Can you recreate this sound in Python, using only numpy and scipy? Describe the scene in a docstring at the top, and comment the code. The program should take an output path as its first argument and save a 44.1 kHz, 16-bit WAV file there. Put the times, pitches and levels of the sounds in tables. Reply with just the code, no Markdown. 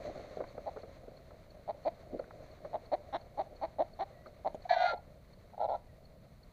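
"""Jungle rooster on the forest floor

A rooster, voiced by uneven syrinx pulses ringing throat resonances, clucks on dry ground as someone walks up.
Grabbed by hand, it squawks: a breaking, falling whistle over a harsh buzz, with low sputters, then a rattling groan.
Treads, twigs and leaf litter are shaped noise; a faint insect and a far bird are wavering sine tones.
"""
import sys
import numpy as np
from scipy import signal
from scipy.fft import rfft, irfft, next_fast_len
from scipy.io import wavfile
from scipy.ndimage import uniform_filter1d, map_coordinates

SR = 44100
rng = np.random.default_rng(int(sys.argv[2]) if len(sys.argv) > 2 else 0)


def to_wav(s):
    """Save 16-bit WAV."""
    ch = np.atleast_2d(s).T  # columns
    pcm = np.round(np.clip(ch, -1, 1) * 32767)  # PCM
    wavfile.write(sys.argv[1], SR, pcm.astype(np.int16))


N = 287918

# throat resonance with the beak nearly shut, also behind the squawk's low voice: freq_hz [Hz], level_db [dB]
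SHUT_THROAT = [(150, -40), (440, -28), (580, -9), (720, -2.5), (950, -7.5), (1140, -32), (1280, -55),
               (1410, -23.5), (1600, -45), (3000, -100)]
# dull spectrum of a blow on soil, before its pitch shift: freq_hz [Hz], level_db [dB]
THUD = [(60, -18.5), (200, -11.5), (330, -13.5), (480, 1.5), (640, 3), (850, -12), (1300, -56), (3000, -56),
        (8000, -78.5)]
# spectrum of snapping dry twigs: freq_hz [Hz], level_db [dB]
SNAP = [(400, 2), (900, 5.5), (1350, 9.5), (1650, -1.5), (2100, -3.5), (2900, -27), (4200, -20.5),
        (8000, -67)]
# bright spectrum of dry leaves: freq_hz [Hz], level_db [dB]
LEAVES = [(700, 3), (1100, 8.5), (1650, 3), (2150, 6.5), (2800, -6.5), (3400, -6.5), (4250, 3), (5100, -15),
          (6300, -7), (7800, -20), (11000, -33)]


def clucks():
    """The throat resonance of each cluck climbs with growing alarm and an opening beak; loud clucks are deeper."""
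    # start_s [s], length_s [s], level_db [dB], pitch_hz [Hz, before the glide], rasp_db [dB against the voice]
    calls = [(.659, .04, -37, 275, -27.5), (1.676, .042, -35, 236, -26.5), (1.85, .045, -30, 347, -26),
             (2.73, .041, -34, 248, -26.5), (2.916, .04, -28.5, 350, -24), (3.126, .048, -34.5, 342, -14),
             (3.374, .05, -32.5, 377, -25), (3.613, .05, -34, 346, -22), (3.784, .049, -28.2, 364, -29),
             (3.99, .052, -34, 402, -19.5), (4.446, .04, -31, 259, -27)]
    calm_hz, alarm_hz_per_s = 735, 17
    open_beak_hz, loud_drop_hz = 130, 2900  # per unit of rasp gain and of cluck gain
    out = np.zeros(N)
    for start_s, length_s, level_db, pitch_hz, rasp_db in calls:
        throat_hz = calm_hz + alarm_hz_per_s * start_s
        throat_hz += open_beak_hz * amp(rasp_db) - loud_drop_hz * amp(level_db)
        add(out, start_s, amp(level_db) * cluck(length_s, pitch_hz, throat_hz, rasp_db))
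    return out


def cluck(length_s, pitch_hz, throat_hz, rasp_db):
    """A cluck starts as a slow creak, tightens to its top pitch as it swells, and shuts."""
    # throat resonance with the beak open, before shift and sharpening: freq_hz [Hz], level_db [dB]
    open_throat = [(100, -41), (320, -16), (470, -17.5), (600, 2.5), (700, 2), (800, -2), (930, -12),
                   (1100, -23.5), (1400, -37), (2200, -70.5), (4000, -110)]
    progress = clock(length_s) / length_s
    glide = np.interp(progress, [0, .35, .65, 1], [.68, .79, 1.03, .9])
    pulses, flow = syrinx(pitch_hz * glide, jitter=.083, scatter_db=4.5)
    # a harsh cluck opens the beak wider, which damps and flattens the throat resonance
    sharpness = np.clip(1.05 - 1.55 * amp(rasp_db), .55, 1.2)
    voice = throat(pulses, np.array(open_throat) * [1, sharpness], shift=throat_hz / 700, hold_s=.0067)
    harsh = rasp(pulses, flow, breath_db=-5, shift=.98 * np.exp(rng.normal(0, .025)))
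    swell = np.interp(progress, [0, .25, .5, .75, 1], [.24, .67, 1.26, .9, .2])
    return swell * (voice + amp(rasp_db) * harsh)


def squawk():
    """One side of the syrinx whistles, the other buzzes; both slacken at the break, and a grunt shuts the call."""
    start_s, length_s, ring_s = 4.688, .267, .08
    break_after_s, break_length_s, recover_s = .052, .012, .135
    whistle_hz, broken_hz, sag_hz_per_s = 1700, 1515, 780
    whistle_db, clearing_db_per_s, whistle_slack_db = -43, 36, 10
    rasp_db, rasp_fade_db_per_s, rasp_slack_db = -40.5, 11, 8.5
    throat_db, grunt_db, grunt_s = -37.5, -37, 4.927
    out, t = np.zeros(N), clock(length_s + ring_s)
    n = len(t)

    since_break = np.maximum(t - break_after_s, 0)
    broken = np.minimum(since_break / break_length_s, 1)
    slack = broken * np.maximum(1 - since_break / recover_s, 0)

    pitch_hz = whistle_hz + broken * (broken_hz - whistle_hz) - sag_hz_per_s * since_break
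    whistle = tone(pitch_hz * (1 + .015 * wobble(n, 350))) * amp(wobble(n, 180))
    # the membranes flap unevenly at half the whistle's pitch
    flaps, _ = syrinx(pitch_hz / 2, jitter=.158, scatter_db=3.5)
    voice = throat(flaps, SHUT_THROAT, shift=1, hold_s=.015)

    # the buzz tightens while the whistle falls, so its upper harmonics climb
    buzz, flow = syrinx(np.geomspace(385, 436, n), jitter=.02, scatter_db=2)
    taut = rasp(buzz, flow, breath_db=-5)
    loose = rasp(buzz, flow, breath_db=-5, shift=.93)
    # the upper resonances sink at the break and climb back with the effort
    harsh = unit(np.sqrt(1 - slack) * taut + np.sqrt(slack) * loose)

    # the buzz recovers first; the whistle comes back late, and clearer than it began
    whistle_gain = amp(whistle_db + clearing_db_per_s * t - whistle_slack_db * np.sqrt(slack))
    rasp_gain = amp(rasp_db - rasp_fade_db_per_s * t - rasp_slack_db * slack ** 2)
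    push = envelope(t, length_s, attack_s=.008, release_s=.05) ** 2
    add(out, start_s, push * (whistle_gain * whistle + rasp_gain * harsh))
    voice_push = envelope(t, t[-1], attack_s=.008, release_s=.11) ** 2
    add(out, start_s, amp(throat_db) * voice_push * voice)
    grunt = cluck(length_s=.021, pitch_hz=209, throat_hz=580, rasp_db=-19)
    add(out, grunt_s, amp(grunt_db) * grunt)
    return out


def sputters():
    """The low voice breaks through around the squawk in short, nearly pure bursts."""
    # start_s [s], level_db [dB]
    bursts = [(4.65, -38.5), (4.704, -21), (4.723, -23.5), (4.762, -24), (4.798, -28), (4.813, -23.5),
              (4.835, -24), (4.852, -24)]
    length_s, pitch_hz = .018, 710
    out, n = np.zeros(N), len(clock(length_s))
    for start_s, level_db in bursts:
        burst = tone(pitch_hz * (1 + .025 * wobble(n, 300)))
        add(out, start_s, amp(level_db) * signal.windows.tukey(n, .85) * burst)
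    return out


def groan():
    """With the beak nearly shut, slow uneven pulses rattle the low resonance, quickening through each syllable."""
    # start_s [s], length_s [s], level_db [dB]
    syllables = [(5.525, .035, -52), (5.576, .013, -31), (5.593, .078, -31.8), (5.675, .094, -34)]
    rattle_hz, rattle_rise_hz_per_s = 110, 750
    air_db, hiss_db = 0, -31  # against the pulses, and against the voice
    out = np.zeros(N)
    for start_s, length_s, level_db in syllables:
        t = clock(length_s)
        pulses, flow = syrinx(rattle_hz + rattle_rise_hz_per_s * t, jitter=.15, scatter_db=2)
        # a little air escapes with each pulse
        air = unit(flow * rng.standard_normal(len(t)))
        voice = throat(unit(pulses) + amp(air_db) * air, SHUT_THROAT, shift=.95, hold_s=.012)
        # the narrow gap of the beak favours the highest resonances
        hiss = unit(np.gradient(rasp(pulses, flow, breath_db=15.5, shift=.95)))
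        gain = amp(level_db) * envelope(t, length_s, attack_s=.016, release_s=.012)
        add(out, start_s, gain * (voice + amp(hiss_db) * hiss))
    return out


def syrinx(rate_hz, jitter, scatter_db):
    """Uneven pulses at the given rate, and the air flow that opens with each and dies away."""
    n = len(rate_hz)
    cycles = np.cumsum(rate_hz * np.exp(jitter * wobble(n, 300))) / SR + .8
    onsets = np.diff(np.floor(cycles), prepend=0)
    pulses = onsets * amp(scatter_db * wobble(n, 397.3))
    return pulses, np.exp(-2 * (cycles % 1))


def throat(pulses, spectrum, shift, hold_s):
    """Pulses ring the throat; steady breath evens out their power over the hold time."""
    voice = unit(shaped(pulses, spectrum, shift))
    power = np.abs(uniform_filter1d(voice ** 2, int(hold_s * SR) + 1))
    return unit(voice / np.sqrt(power + .11))


def rasp(pulses, flow, breath_db, shift=1):
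    """The upper resonances, struck by the pulses and blown by air that comes in puffs."""
    # upper resonances before the shift: freq_hz [Hz], level_db [dB]
    resonances = [(300, -50.5), (900, -6), (1250, -4.5), (1450, -3.5), (1950, 4), (2330, 2), (2720, -17),
                  (3000, -9), (3350, -9), (3700, -3.5), (3950, -1), (4300, 2.5), (4650, -8), (5150, -35),
                  (5800, -19.5), (7400, -36), (10500, -59.5)]
    air = unit(flow * rng.standard_normal(len(flow)))
    return unit(shaped(unit(pulses) + amp(breath_db) * air, resonances, shift))


def grab():
    """The hand flicks a dry leaf, one brief, bright scratch, and bumps the ground with a decaying thud."""
    scratch_s, scratch_db = 4.536, -64
    bump_s, bump_db, bump_hz, bump_t60_s = 4.545, -26, 540, .036
    out, n = np.zeros(N), len(clock(.026))
    scratch = unit(shaped(rng.standard_normal(n), LEAVES, shift=1.6))
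    add(out, scratch_s, amp(scratch_db) * np.hanning(n) * scratch)
    t = clock(bump_t60_s)
    add(out, bump_s, amp(bump_db - 60 * t / bump_t60_s) * soil(len(t), bump_hz))
    return out


def steps():
    """Each tread is a dull thud on the soil with a shorter snap of dry twigs."""
    # start_s [s], thud_db [dB], snap_db [dB], thud_t60_s [s]
    treads = [(.196, -29, -51, .018), (.37, -29, -51, .035), (.403, -33, -39, .1), (.577, -33, -42.5, .07),
              (.762, -33, -40.5, .1), (.832, -40, -51, .08), (1.079, -39, -57, .07),
              (2.191, -33, -41.5, .08), (2.646, -35, -42.5, .095), (4.259, -39, -41.5, .08)]
    out, t = np.zeros(N), clock(.5)
    for start_s, thud_db, snap_db, thud_t60_s in treads:
        thud = amp(thud_db - 60 * t / thud_t60_s) * soil(len(t), 535)
        snap = amp(snap_db - 60 * t / (.54 * thud_t60_s)) * noise(SNAP, len(t))
        onset = 1 - np.exp(-t / (.033 * thud_t60_s))
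        add(out, start_s, (thud + snap) * onset)
    return out


def scuff():
    """One boot drags on the soil: a deep heel and a lighter sole, held rather than decaying like a tread."""
    start_s, length_s = 2.123, .062
    out, t = np.zeros(N), clock(length_s)
    for level_db, pitch_hz in [(-43, 300), (-42, 490)]:  # heel, sole
        drag = envelope(t, length_s, attack_s=.008, release_s=.04) * soil(len(t), pitch_hz)
        add(out, start_s, amp(level_db) * drag)
    return out


def soil(size, pitch_hz):
    """Noise with the dull colour of struck soil, its spectrum moved from about 550 Hz to the given pitch."""
    return unit(shaped(rng.standard_normal(size), THUD, pitch_hz / 550))


def twigs():
    """A dry twig cracks on its own: snap noise that dies at once."""
    # start_s [s], level_db [dB]
    breaks = [(.439, -36.5), (1.306, -44), (2.24, -45), (2.307, -40.5)]
    t60_s = .022
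    out, t = np.zeros(N), clock(2 * t60_s)
    for start_s, level_db in breaks:
        add(out, start_s, amp(level_db - 60 * t / t60_s) * noise(SNAP, len(t)))
    return out


def leaf_litter():
    """Stirred litter rustles low, hisses in the leaves and crackles with sparse random impulses."""
    # how much the litter is stirred: time_s [s], rustle_db [dB, before trim and flicker]
    stirring = [(0, -45), (.55, -53.5), (1.55, -61.5), (2.2, -54.5), (3.1, -59), (4.5, -60), (5.1, -64),
                (6.53, -66.5)]
    # low body of the rustle: freq_hz [Hz], level_db [dB]
    litter = [(150, -5.5), (300, -3.5), (450, 0), (610, 9), (720, 1), (900, -21), (1400, -65.5),
              (2500, -63.5)]
    out = np.zeros(N)
    low_db, = curves(stirring)
    hiss_db = -23 + .72 * low_db  # shared reference for hiss and crackle, trimmed below
    n = len(low_db)
    shifting_db = 2.2 * wobble(n, 30) + 2.8 * wobble(n, 130)
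    add(out, 0, amp(low_db - .5 + shifting_db) * noise(litter, n))
    flicker_db = 1.6 * wobble(n, 25) + 1.1 * wobble(n, 300)
    add(out, 0, amp(hiss_db - 3.5 + flicker_db) * noise(LEAVES, n))
    cracks = (rng.random(n) < 90 / SR) * rng.standard_normal(n)  # about 90 a second
    add(out, 0, amp(hiss_db - 18.5) * unit(shaped(cracks, SNAP)))
    return out


def forest(x):
    """Trunks and foliage scatter a faint tail: noise whose decay time depends on frequency."""
    # freq_hz [Hz], t60_s [s]
    decay = [(200, 0.34), (700, 0.32), (2000, 0.31), (6000, 0.19)]
    hz, t, z = signal.stft(rng.standard_normal(SR // 2), SR, nperseg=256)
    fade = amp(-60 * t / along(decay, hz)[:, None])
    tail = signal.istft(z * fade, SR, nperseg=256)[1]
    return signal.fftconvolve(x, tail / np.linalg.norm(tail))[:N]


def far_bird():
    """Another bird whistles faintly and brokenly among the trees: a wavering, fluttering sine."""
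    # start_s [s], length_s [s], peak_db [dB, before flutter]
    notes = [(4.08, .22, -70), (5.88, .09, -72)]
    pitch_hz, waver_hz, flutter_db = 1930, 45, 4
    out = np.zeros(N)
    for start_s, length_s, peak_db in notes:
        n = len(clock(length_s))
        note = tone(pitch_hz + waver_hz * wobble(n, 120)) / np.sqrt(2)
        gain = amp(peak_db + flutter_db * wobble(n, 70))
        add(out, start_s, gain * signal.windows.tukey(n, .5) * note)
    return out


def insect():
    """Tiny falling chirps, about three a second, that slowly tire: the gaps lengthen."""
    first_s, gap_s, slowing_s, scatter_s = .175, .329, .001, .008
    level_db, centre_hz, fall_hz, length_s = -63, 4330, 300, .016
    out, t = np.zeros(N), clock(length_s)
    n = len(t)
    for k in range(19):
        middle_s = first_s + k * (gap_s + slowing_s * k) + rng.normal(0, scatter_s)
        chirp = tone(centre_hz + fall_hz * (.5 - t / length_s) + 70 * wobble(n, 450))
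        gain = amp(level_db + rng.normal(0, .4))
        add(out, middle_s - length_s / 2, gain * np.hanning(n) * chirp)
    return out


def still_air():
    """The steady rumble and hiss of the still air, as coloured noise."""
    # freq_hz [Hz], level_db [dB]
    air = [(12, -43), (20, -0.5), (59, -3.5), (106, -5), (185, -10), (259, -17), (362, -23.5), (491, -20.5),
           (534, -31.5), (958, -32), (1770, -40), (3350, -43), (4310, -36), (5380, -47.5), (15500, -46)]
    return amp(-58) * noise(air, N)


def amp(db):
    """Decibels to gain."""
    return 10 ** (np.asarray(db) / 20)


def unit(x):
    """Scale to rms 1."""
    return x / np.sqrt(np.mean(x ** 2) + 1e-20)


def along(points, hz):
    """(Hz, value) points read on a log frequency axis."""
    f, v = np.transpose(points)
    return np.interp(np.log(hz + 1), np.log(f), v)


def clock(length_s):
    """Sample times of a sound of this length."""
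    return np.arange(int(length_s * SR)) / SR


def curves(rows):
    """Each column of a table after its times, sample by sample over its own span."""
    s, *cols = np.transpose(rows)
    return [np.interp(s[0] + clock(s[-1] - s[0]), s, c) for c in cols]


def add(track, start_s, x, edge_s=.0018):
    """Mix x into the track at its start time, with soft ends."""
    part = track[max(0, int(start_s * SR)):][:len(x)]
    soft = x * signal.windows.tukey(len(x), 2 * edge_s * SR / len(x))
    part += soft[:len(part)]


def envelope(t, length_s, attack_s, release_s):
    """Gain that rises, holds and falls to nothing at the given length."""
    return np.clip(np.minimum(t / attack_s, (length_s - t) / release_s), 0, 1)


def wobble(size, rate):
    """A smooth random curve, rate knots a second."""
    knots = rng.standard_normal(4096)
    return map_coordinates(knots, [np.arange(size) * rate / SR], mode="wrap")


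def tone(pitch_hz):
    """A sine of rms about 1 that follows a pitch curve."""
    return np.sqrt(2) * np.sin(2 * np.pi * np.cumsum(pitch_hz) / SR)


def filtered(x, response):
    """x times a response of frequency."""
    m = next_fast_len(len(x) + SR // 10)
    return irfft(rfft(x, m) * response(np.fft.rfftfreq(m, 1 / SR)), m)[:len(x)]


def noise(spectrum, size):
    """Coloured noise of rms 1."""
    return unit(filtered(rng.standard_normal(size), lambda f: amp(along(spectrum, f))))


def shaped(x, spectrum, shift=1):
    """x rings through a causal minimum-phase filter with this spectrum, its frequencies times shift."""
    size = 4096
    gain = amp(along(spectrum, np.fft.rfftfreq(size, 1 / SR) / shift))
    # folding the cepstrum onto positive time puts the filter's energy as early as possible
    cepstrum = irfft(np.log(gain))
    cepstrum[1:size // 2] *= 2
    cepstrum[size // 2 + 1:] = 0
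    return signal.fftconvolve(x, irfft(np.exp(rfft(cepstrum))))[:len(x)]


def scene():
    """The bird and the walker with their forest tail, over litter, air, insect and far bird."""
    bird = clucks() + squawk() + sputters() + groan()
    walker = grab() + steps() + scuff() + twigs()
    near = bird + walker
    background = leaf_litter() + far_bird() + insect() + still_air()
    return (near + amp(-21.5) * forest(near) + background)[None]


def record(dry):
    """A sharp band limit keeps nothing from 15550 Hz up."""
    return np.array([filtered(x, lambda f: f < 15550) for x in dry])


dry = scene()
out = record(dry)
to_wav(out)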